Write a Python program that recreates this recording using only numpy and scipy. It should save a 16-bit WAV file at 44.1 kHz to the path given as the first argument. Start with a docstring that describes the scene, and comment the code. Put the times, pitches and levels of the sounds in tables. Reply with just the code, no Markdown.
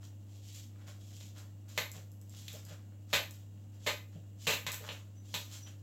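"""Two hands rub butter into flour in a plastic mixing bowl, heard in mono from beside a kitchen worktop.
Flour hisses between the fingers, fingertips scrape the wall, and two thin squeaks come near the end.
Knuckles nudge the bowl, ringed hands knock on it and set it rocking, and the rings tick lightly.
The small hard room answers every knock; behind it all an appliance hums at twice the mains rate."""
import sys
import numpy as np
from scipy import signal
from scipy.fft import rfft, irfft
from scipy.io import wavfile

SR = 44100
rng = np.random.default_rng(int(sys.argv[2]) if len(sys.argv) > 2 else 0)


def dump_mix(stems):
    """Bounce the given channels to the path in sys.argv[1] as a 16-bit WAV at rate SR."""
    frames = np.atleast_2d(stems).T  # one column per channel
    limited = np.clip(frames, -1, 1)  # hard clip at full scale
    pcm = np.round(limited * 32767).astype(np.int16)
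    wavfile.write(sys.argv[1], SR, pcm)


N = 256662
TIME = np.arange(N) / SR


def from_db(db):
    """Decibels to gain."""
    return 10 ** (np.asarray(db) / 20)


def rms_one(x):
    """Scale to rms 1."""
    return x / np.sqrt(np.mean(x ** 2) + 1e-30)


def unit_energy(x):
    """Scale a response so that it passes white noise at unchanged level."""
    return x / np.sqrt(np.sum(x ** 2) + 1e-30)


def at_hz(points, hz):
    """Read a curve on a log-frequency axis."""
    points = np.array(points)
    return np.interp(np.log(np.maximum(hz, 1)), np.log(points[:, 0]), points[:, 1])


def through(x, response):
    """Pass a signal through an impulse response."""
    return signal.fftconvolve(x, response)[:len(x)]


def resonance(x, hz, q):
    """The part of a signal that one resonance passes."""
    return signal.lfilter(*signal.iirpeak(hz, q, fs=SR), x)


def pulse(spectrum, size=4096):
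    """The shortest causal pulse with this spectral shape, given as (Hz, dB) points."""
    gains = from_db(at_hz(spectrum, np.arange(size // 2 + 1) * SR / size))
    cepstrum = irfft(np.log(gains))
    cepstrum[1:size // 2] *= 2   # fold to minimum phase
    cepstrum[size // 2 + 1:] = 0
    return unit_energy(irfft(np.exp(rfft(cepstrum))))


def ringing(modes):
    """Decaying sines of alternating sign; dB sets each one's share of the energy."""
    t = TIME[:SR // 2]
    out = np.zeros(len(t))
    for k, (hz, db, t60) in enumerate(modes):
        mode = np.sin(2 * np.pi * hz * t) * np.exp(-np.log(1000) * t / t60)
        out += (-1) ** k * from_db(db) * unit_energy(mode)
    return unit_energy(out)


def drift(per_s):
    """A random wander of rms 1 that turns per_s times a second."""
    knots = rng.standard_normal(4096)
    return rms_one(np.interp(TIME * per_s, np.arange(len(knots)), knots))


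def add(out, start_s, x):
    """Mix a sound in at its start time."""
    at = max(round(start_s * SR), 0)
    out[at:at + len(x)] += x[:max(N - at, 0)]


# The rush of the room all round the microphone. Each row: frequency in Hz, relative level in dB.
AIR_SPECTRUM = [(20, -20.5), (60, -2.5), (130, -4.5), (165, 2.5), (235, -5), (330, -7.5), (400, -13.5),
                (520, -10), (800, -18.5), (1400, -31), (5000, -42), (7500, -24), (9000, -38.5),
                (16000, -30.5)]
# The hum in the background. Each row: multiple of the hum rate, rms level in dB.
HUM_PARTIALS = [(1, -49.5), (2, -71), (3, -69)]
# The whirr that goes with it. Each row: centre in Hz, width in Hz, rms level in dB.
WHIRR_BANDS = [(228.2, 7.8, -70), (2820, 170, -83)]

def appliance(hum_hz, air_db):
    """Mains hum, a narrow whirr and the soft rush of the room."""
    out = from_db(air_db) * through(rng.standard_normal(N), pulse(AIR_SPECTRUM))
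    for multiple, db in HUM_PARTIALS:
        amplitude = np.sqrt(2) * from_db(db + 0.054 * multiple * drift(5.1))
        out += amplitude * np.sin(2 * np.pi * (multiple * hum_hz * TIME + rng.random()))
    for hz, width, db in WHIRR_BANDS:
        out += from_db(db) * rms_one(resonance(rng.standard_normal(N), hz, hz / width))
    return out


# The small hard kitchen, heard from the worktop. Each row: frequency in Hz, 60 dB decay in seconds.
ROOM_DECAY = [(150, 0.51), (500, 0.27), (2500, 0.29), (7000, 0.26), (14000, 0.37)]

def kitchen(x, wet_db, first_s=0.003, build_s=0.00044):
    """Direct sound reaches the microphone, then reflections thicken fast and die octave by octave."""
    t = TIME[:SR // 2]
    build = 1 - np.exp(-np.maximum(t - first_s, 0) / build_s)
    scatter = rfft(rng.standard_normal(len(t)) * build)
    octaves = 125 * 2 ** np.arange(8)
    bin_hz = np.arange(1, len(scatter) + 1) * SR / len(t)
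    nearest = np.argmin(abs(np.log(bin_hz / octaves[:, None])), axis=0)
    tail = np.zeros(len(t))
    for k, hz in enumerate(octaves):
        decay = np.exp(-np.log(1000) * t / at_hz(ROOM_DECAY, hz))
        tail += irfft(scatter * (nearest == k), len(t)) * decay
    wet = from_db(wet_db)
    return (x + wet * through(x, unit_energy(tail))) / np.sqrt(1 + wet ** 2)


# The worktop under the bowl. Each row: mode in Hz, relative level in dB, 60 dB decay in seconds.
WORKTOP_MODES = [(75, -11, .06), (163.6, 11, 0.25), (230, -9, 0.058)]
# The dull crunch inside the bowl. Each row: frequency in Hz, relative level in dB.
CRUNCH_SPECTRUM = [(80, -21), (300, -19), (430, 19.5), (560, 19.5), (750, 12), (1100, -17), (1700, -12),
                   (3000, 9), (8000, -48), (16000, -18.5)]
# Knuckles push through the flour. Each row: start in seconds, crunch and thump in relative dB.
KNUCKLE_PUSHES = [(0.872, -72, -66), (1.370, -67.5, -74), (1.952, -63, -59.5), (2.535, -61, -69.5),
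                  (2.701, -63.5, -60.5), (4.154, -71, -52), (4.471, -45.5, -46.5), (4.668, -72, -55),
                  (4.800, -62, -64)]

def nudges(rise_s, fall_s, level_db, thump_db):
    """Cushioned pushes: a dull crunch in the bowl and a thump in the worktop."""
    out, t, worktop = np.zeros(N), TIME[:SR // 4], ringing(WORKTOP_MODES)
    for start_s, db, weight_db in KNUCKLE_PUSHES:
        push = rng.standard_normal(len(t)) * (1 - np.exp(-t / rise_s)) * np.exp(-t / fall_s)
        add(out, start_s, from_db(db + level_db) * through(push, pulse(CRUNCH_SPECTRUM)))
        add(out, start_s, from_db(weight_db + thump_db) * worktop)
    return out


def contact(spread_s, smear):
    """Bending waves run round the wall and stretch a touch into a short packet without colouring it."""
    omega = 2 * np.pi * np.arange(1025) / 2048
    spectrum = np.ones(len(omega), complex)
    for share in rng.uniform(.85, 1.15, 5) / 1.6 ** np.arange(5):
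        lag = np.exp(-1j * omega * np.ceil(share * spread_s * SR))
        spectrum *= (lag - smear) / (1 - smear * lag)   # all-pass
    return irfft(spectrum)


# A metal ring on the hand. Each row: mode in Hz, relative level in dB, 60 dB decay in seconds.
RING_MODES = [(5000, -3, 0.02), (7510, 5.5, 0.022), (7600, 3.5, 0.012), (11100, -6, 0.0069),
              (13300, 0.5, 0.0067), (13400, -3, 0.0054), (15000, -3, 0.0036)]

def finger_ring(detune=0.018, vary_db=4):
    """The finger inside a ring shifts and weighs its modes anew at each touch."""
    chance = rng.standard_normal((len(RING_MODES), 2))
    return ringing([(hz * (1 + detune * shift), db + vary_db * weight, t60)
                    for (hz, db, t60), (shift, weight) in zip(RING_MODES, chance)])


# Rings touch lightly, down in the bowl. Each row: start in seconds, relative level in dB.
RING_TOUCHES = [(1.69, -57), (1.916, -42.5), (2.117, -57), (2.214, -55.5), (2.295, -54), (2.530, -46.5),
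                (2.651, -49.5), (3.309, -46), (4.718, -35), (4.728, -38), (4.743, -37)]

def ring_ticks(level_db, ring_db, bright_hz):
    """Small metal touches: a few short high modes and a click coloured like the top of the flour hiss."""
    out = np.zeros(N)
    highpass = signal.butter(2, bright_hz, "high", fs=SR, output="sos")
    for start_s, db in RING_TOUCHES:
        force = from_db(db + level_db) * contact(spread_s=.0003, smear=.5)
        click = signal.sosfilt(highpass, through(force, pulse(FLOUR_SPECTRUM)))
        add(out, start_s, from_db(ring_db) * through(force, finger_ring()) + click)
    return out


# The bare crack of a blow on plastic. Each row: frequency in Hz, relative level in dB.
CRACK_SPECTRUM = [(60, -9), (160, -16), (215, -5.5), (280, -2.5), (350, -6.5), (480, 1.5), (660, -4.5),
                  (730, -5.5), (850, 3.5), (1200, 0.5), (1370, -3.5), (1650, 0), (2200, 2.5), (4200, 1.5),
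                  (5150, -6.5), (5800, -4), (7400, -2.5), (8800, -20), (12500, -8.5), (16000, -24.5)]
# The bowl's resonances. Each row: centre in Hz, width in Hz, lift in dB.
BOWL_RESONANCES = [(415, 14, 4.5), (477, 65, 5), (592, 31, 13.5), (666, 25, 7), (832, 14, 3), (1016, 34, 5),
                   (1225, 11, 9.5), (1518, 59, 7), (1782, 72, 7.5), (2037, 29, 8), (2255, 56, 4),
                   (2488, 49, 8.5), (2690, 88, 3.5), (3064, 37.4, 9.5), (3434, 55, 5.5), (3780, 140, 7),
                   (4220, 43, 7.5), (6830, 30, -4)]

def bowl_wall():
    """The plastic wall colours a crack at each of its resonances."""
    crack = pulse(CRACK_SPECTRUM)
    for hz, width, db in BOWL_RESONANCES:
        crack = crack + (from_db(db) - 1) * resonance(crack, hz, hz / width)
    return unit_energy(crack)


# A ringed hand knocks the bowl; deep knocks reach the microphone more by way of the room.
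# Each row: start in seconds, clack in relative dB, then hollow, body and edge in dB against the clack,
# room offset in dB, pitch that the struck spot favours in Hz.
HAND_KNOCKS = [(1.209, -43.5, -5, -13, -10, -3, 2090), (1.777, -22.5, 1.5, 0, 1.5, -0.5, 2100),
               (2.481, -38.5, -32, -4.5, 5, -5.5, 3430), (3.130, -21, -2.5, 0, -0.5, 0.5, 660),
               (3.8641, -25.5, 1.5, -1, 0.5, 4.5, 2070), (4.469, -21, -0.5, 1.5, 4.5, 5, 2760),
               (4.6656, -26.5, -3, 1.5, 2.5, 1.5, 1000), (4.889, -30.5, -0.5, -4, -12, -1.5, 2860),
               (5.341, -23, -7, -7.5, -1, 1.5, 940), (5.663, -46, -3, -8, -25, 4, 2780)]
# The bowl rocks back onto the worktop. Each row: start in seconds, dB against the knock before.
BOWL_REBOUNDS = [(3.135, 3.5), (3.151, 0), (3.867, 2), (3.886, -3), (4.484, -8), (4.502, -4), (4.526, -7.5),
                 (4.734, -10.5)]

def knocks(level_db, ring_db, thump_db, wet_db, spot_db, hollow_hz, body_hz, clack_hz, edge_hz):
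    """Knocks sound the bowl, ring and worktop; as the arms move, each touch meets new reflections."""
    rows = np.array(HAND_KNOCKS)
    touches = list(rows)
    for start_s, db in BOWL_REBOUNDS:
        _, knock_db, *colour = rows[np.searchsorted(rows[:, 0], start_s) - 1]
        touches.append((start_s, knock_db + db, *colour))
    out, wall, worktop = np.zeros(N), bowl_wall(), ringing(WORKTOP_MODES)
    for start_s, db, hollow, body, edge, room_db, spot_hz in touches:
        response = from_db(ring_db) * finger_ring()
        add(response, 0, wall + (from_db(spot_db) - 1) * resonance(wall, spot_hz, q=11.2))
        blow = pulse([(hollow_hz, hollow), (body_hz, body), (clack_hz, 0), (edge_hz, edge)])
        blow /= abs(rfft(blow, SR)[int(clack_hz)])   # the clack register keeps its level
        knock = through(through(response, blow), contact(spread_s=.0007, smear=0.759))
        add(out, start_s, from_db(db + level_db) * kitchen(knock, wet_db + room_db))
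    for start_s, db in rows[:, :2]:
        add(out, start_s, from_db(db + thump_db) * worktop)
    return out


SWELL_SHARE = 0.81   # squeaks and strokes swell over this share of their length
# Thin squeaks at the bowl. Each row: start and length in seconds, pitch in Hz, relative level in dB.
THIN_SQUEAKS = [(5.153, 0.035, 6050, -60.5), (5.618, 0.027, 5890, -46.5)]

def squeaks(waver_hz, fade_s):
    """Brief, nearly pure tones that swell and stop, wavering a little in pitch."""
    out = np.zeros(N)
    for start_s, length_s, hz, db in THIN_SQUEAKS:
        envelope = np.interp(TIME - start_s, [0, SWELL_SHARE * length_s, length_s + fade_s], [0, 1, 0])
        phase = 2 * np.pi * np.cumsum(hz + waver_hz * drift(300)) / SR
        out += from_db(db) * envelope * np.sin(phase)
    return out


def grains(per_s, spread_db):
    """Countless tiny slips of uneven size; rms 1."""
    slips = (rng.random(N) < per_s / SR) * rng.standard_normal(N)
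    sizes = from_db(spread_db * np.minimum(rng.exponential(1, N), 4))
    return rms_one(slips * sizes)


def stroke(start_s, length_s, release_s=0.042):
    """Pressure of one stroke, 0-1: it swells, holds, and dies away when the fingers let go."""
    t = TIME - start_s
    swell = np.clip(t / (SWELL_SHARE * length_s), 0, 1)
    return swell * np.exp(-np.maximum(t - length_s, 0) / release_s)


# Flour hissing between the fingers. Each row: frequency in Hz, relative level in dB.
FLOUR_SPECTRUM = [(200, -33), (1200, -22), (2200, -5.5), (3300, 0), (5000, 0.5), (7500, 3.5), (8600, -11),
                  (10000, -11), (13000, -7), (16000, -15)]
# Fingertips on the inside wall. Each row: frequency in Hz, relative level in dB.
SCRAPE_SPECTRUM = [(100, -16), (350, -20.5), (550, 3.5), (1000, 0.5), (1600, 3), (2400, -3), (4500, -8),
                   (9000, -64), (16000, -31)]
# The hands at work, in front of the microphone.
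# Each row: start and length in seconds, sliding flour and wall scrape in relative dB.
FINGER_STROKES = [(0.0, 0.036, -61, -70), (0.222, .15, -65, -79), (0.41, 0.082, -55, -97),
                  (0.511, 0.062, -48, -73), (0.698, 0.14, -69, -72), (0.856, 0.029, -56, -59.5),
                  (0.908, 0.37, -58.5, -78), (1.339, 0.047, -57, -61.5), (1.677, 0.012, -53, -66),
                  (1.73, 0.054, -52, -70), (1.925, 0.029, -54.5, -60.5), (2.283, .14, -53, -71.5),
                  (2.484, 0.058, -51.5, -60.5), (2.637, 0.073, -56, -61.5), (3.075, 0.059, -54.5, -64),
                  (3.332, 0.013, -58.5, -72.5), (3.698, 0.053, -72, -75.5), (3.79, 0.084, -53, -73),
                  (4.113, 0.024, -69, -74), (4.372, 0.087, -51, -71), (4.736, 0.19, -53, -57),
                  (5.223, 0.2, -53.5, -73), (5.477, 0.069, -50.5, -64), (5.646, 0.029, -59, -65)]

def rubbing(flour_db, scrape_db, swish_gain, swish_hz):
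    """Flour slides between the fingers; fingertips drag on the wall in tiny uneven slips."""
    sliding, dragging = from_db(-77), from_db(-82)   # faint crumbling goes on between strokes
    for start_s, length_s, sliding_db, wall_db in FINGER_STROKES:
        pressure = stroke(start_s, length_s)
        sliding = np.hypot(sliding, from_db(sliding_db) * pressure)
        dragging = np.hypot(dragging, from_db(wall_db) * pressure)
    sliding *= from_db(flour_db + 2 * drift(78))
    dragging *= from_db(scrape_db + 2 * drift(50))
    hiss = through(sliding * grains(per_s=4700, spread_db=2.0), pulse(FLOUR_SPECTRUM))
    hiss += swish_gain * resonance(hiss, swish_hz, q=5)   # the cupped hands focus the hiss
    scrape = through(dragging * grains(per_s=2800, spread_db=5.0), pulse(SCRAPE_SPECTRUM))
    return hiss + scrape


def scene():
    """One microphone over the hum, at the distance where the hands and their reflections are equal."""
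    bowl = knocks(level_db=21.5, ring_db=-19.5, thump_db=2.0, wet_db=5.0, spot_db=7,
                  hollow_hz=610, body_hz=2010, clack_hz=3380, edge_hz=6800)
    pushes = nudges(rise_s=0.0046, fall_s=0.023, level_db=12.5, thump_db=36.5)
    hands = rubbing(flour_db=-1.5, scrape_db=1.5, swish_gain=0.43, swish_hz=3300)
    hands += ring_ticks(level_db=24.0, ring_db=-6.5, bright_hz=7300)
    hands += squeaks(waver_hz=45, fade_s=0.0072)
    foreground = bowl + kitchen(hands, wet_db=0.0) + kitchen(pushes, wet_db=-3.5)
    return (foreground + appliance(hum_hz=100.1, air_db=-63))[None]


def record(dry, cutoff_hz=16100):
    """A steep low-pass cuts the top of the microphone's signal."""
    return signal.sosfilt(signal.ellip(12, .1, 80, cutoff_hz, fs=SR, output="sos"), dry)


dry = scene()
out = record(dry)
dump_mix(out)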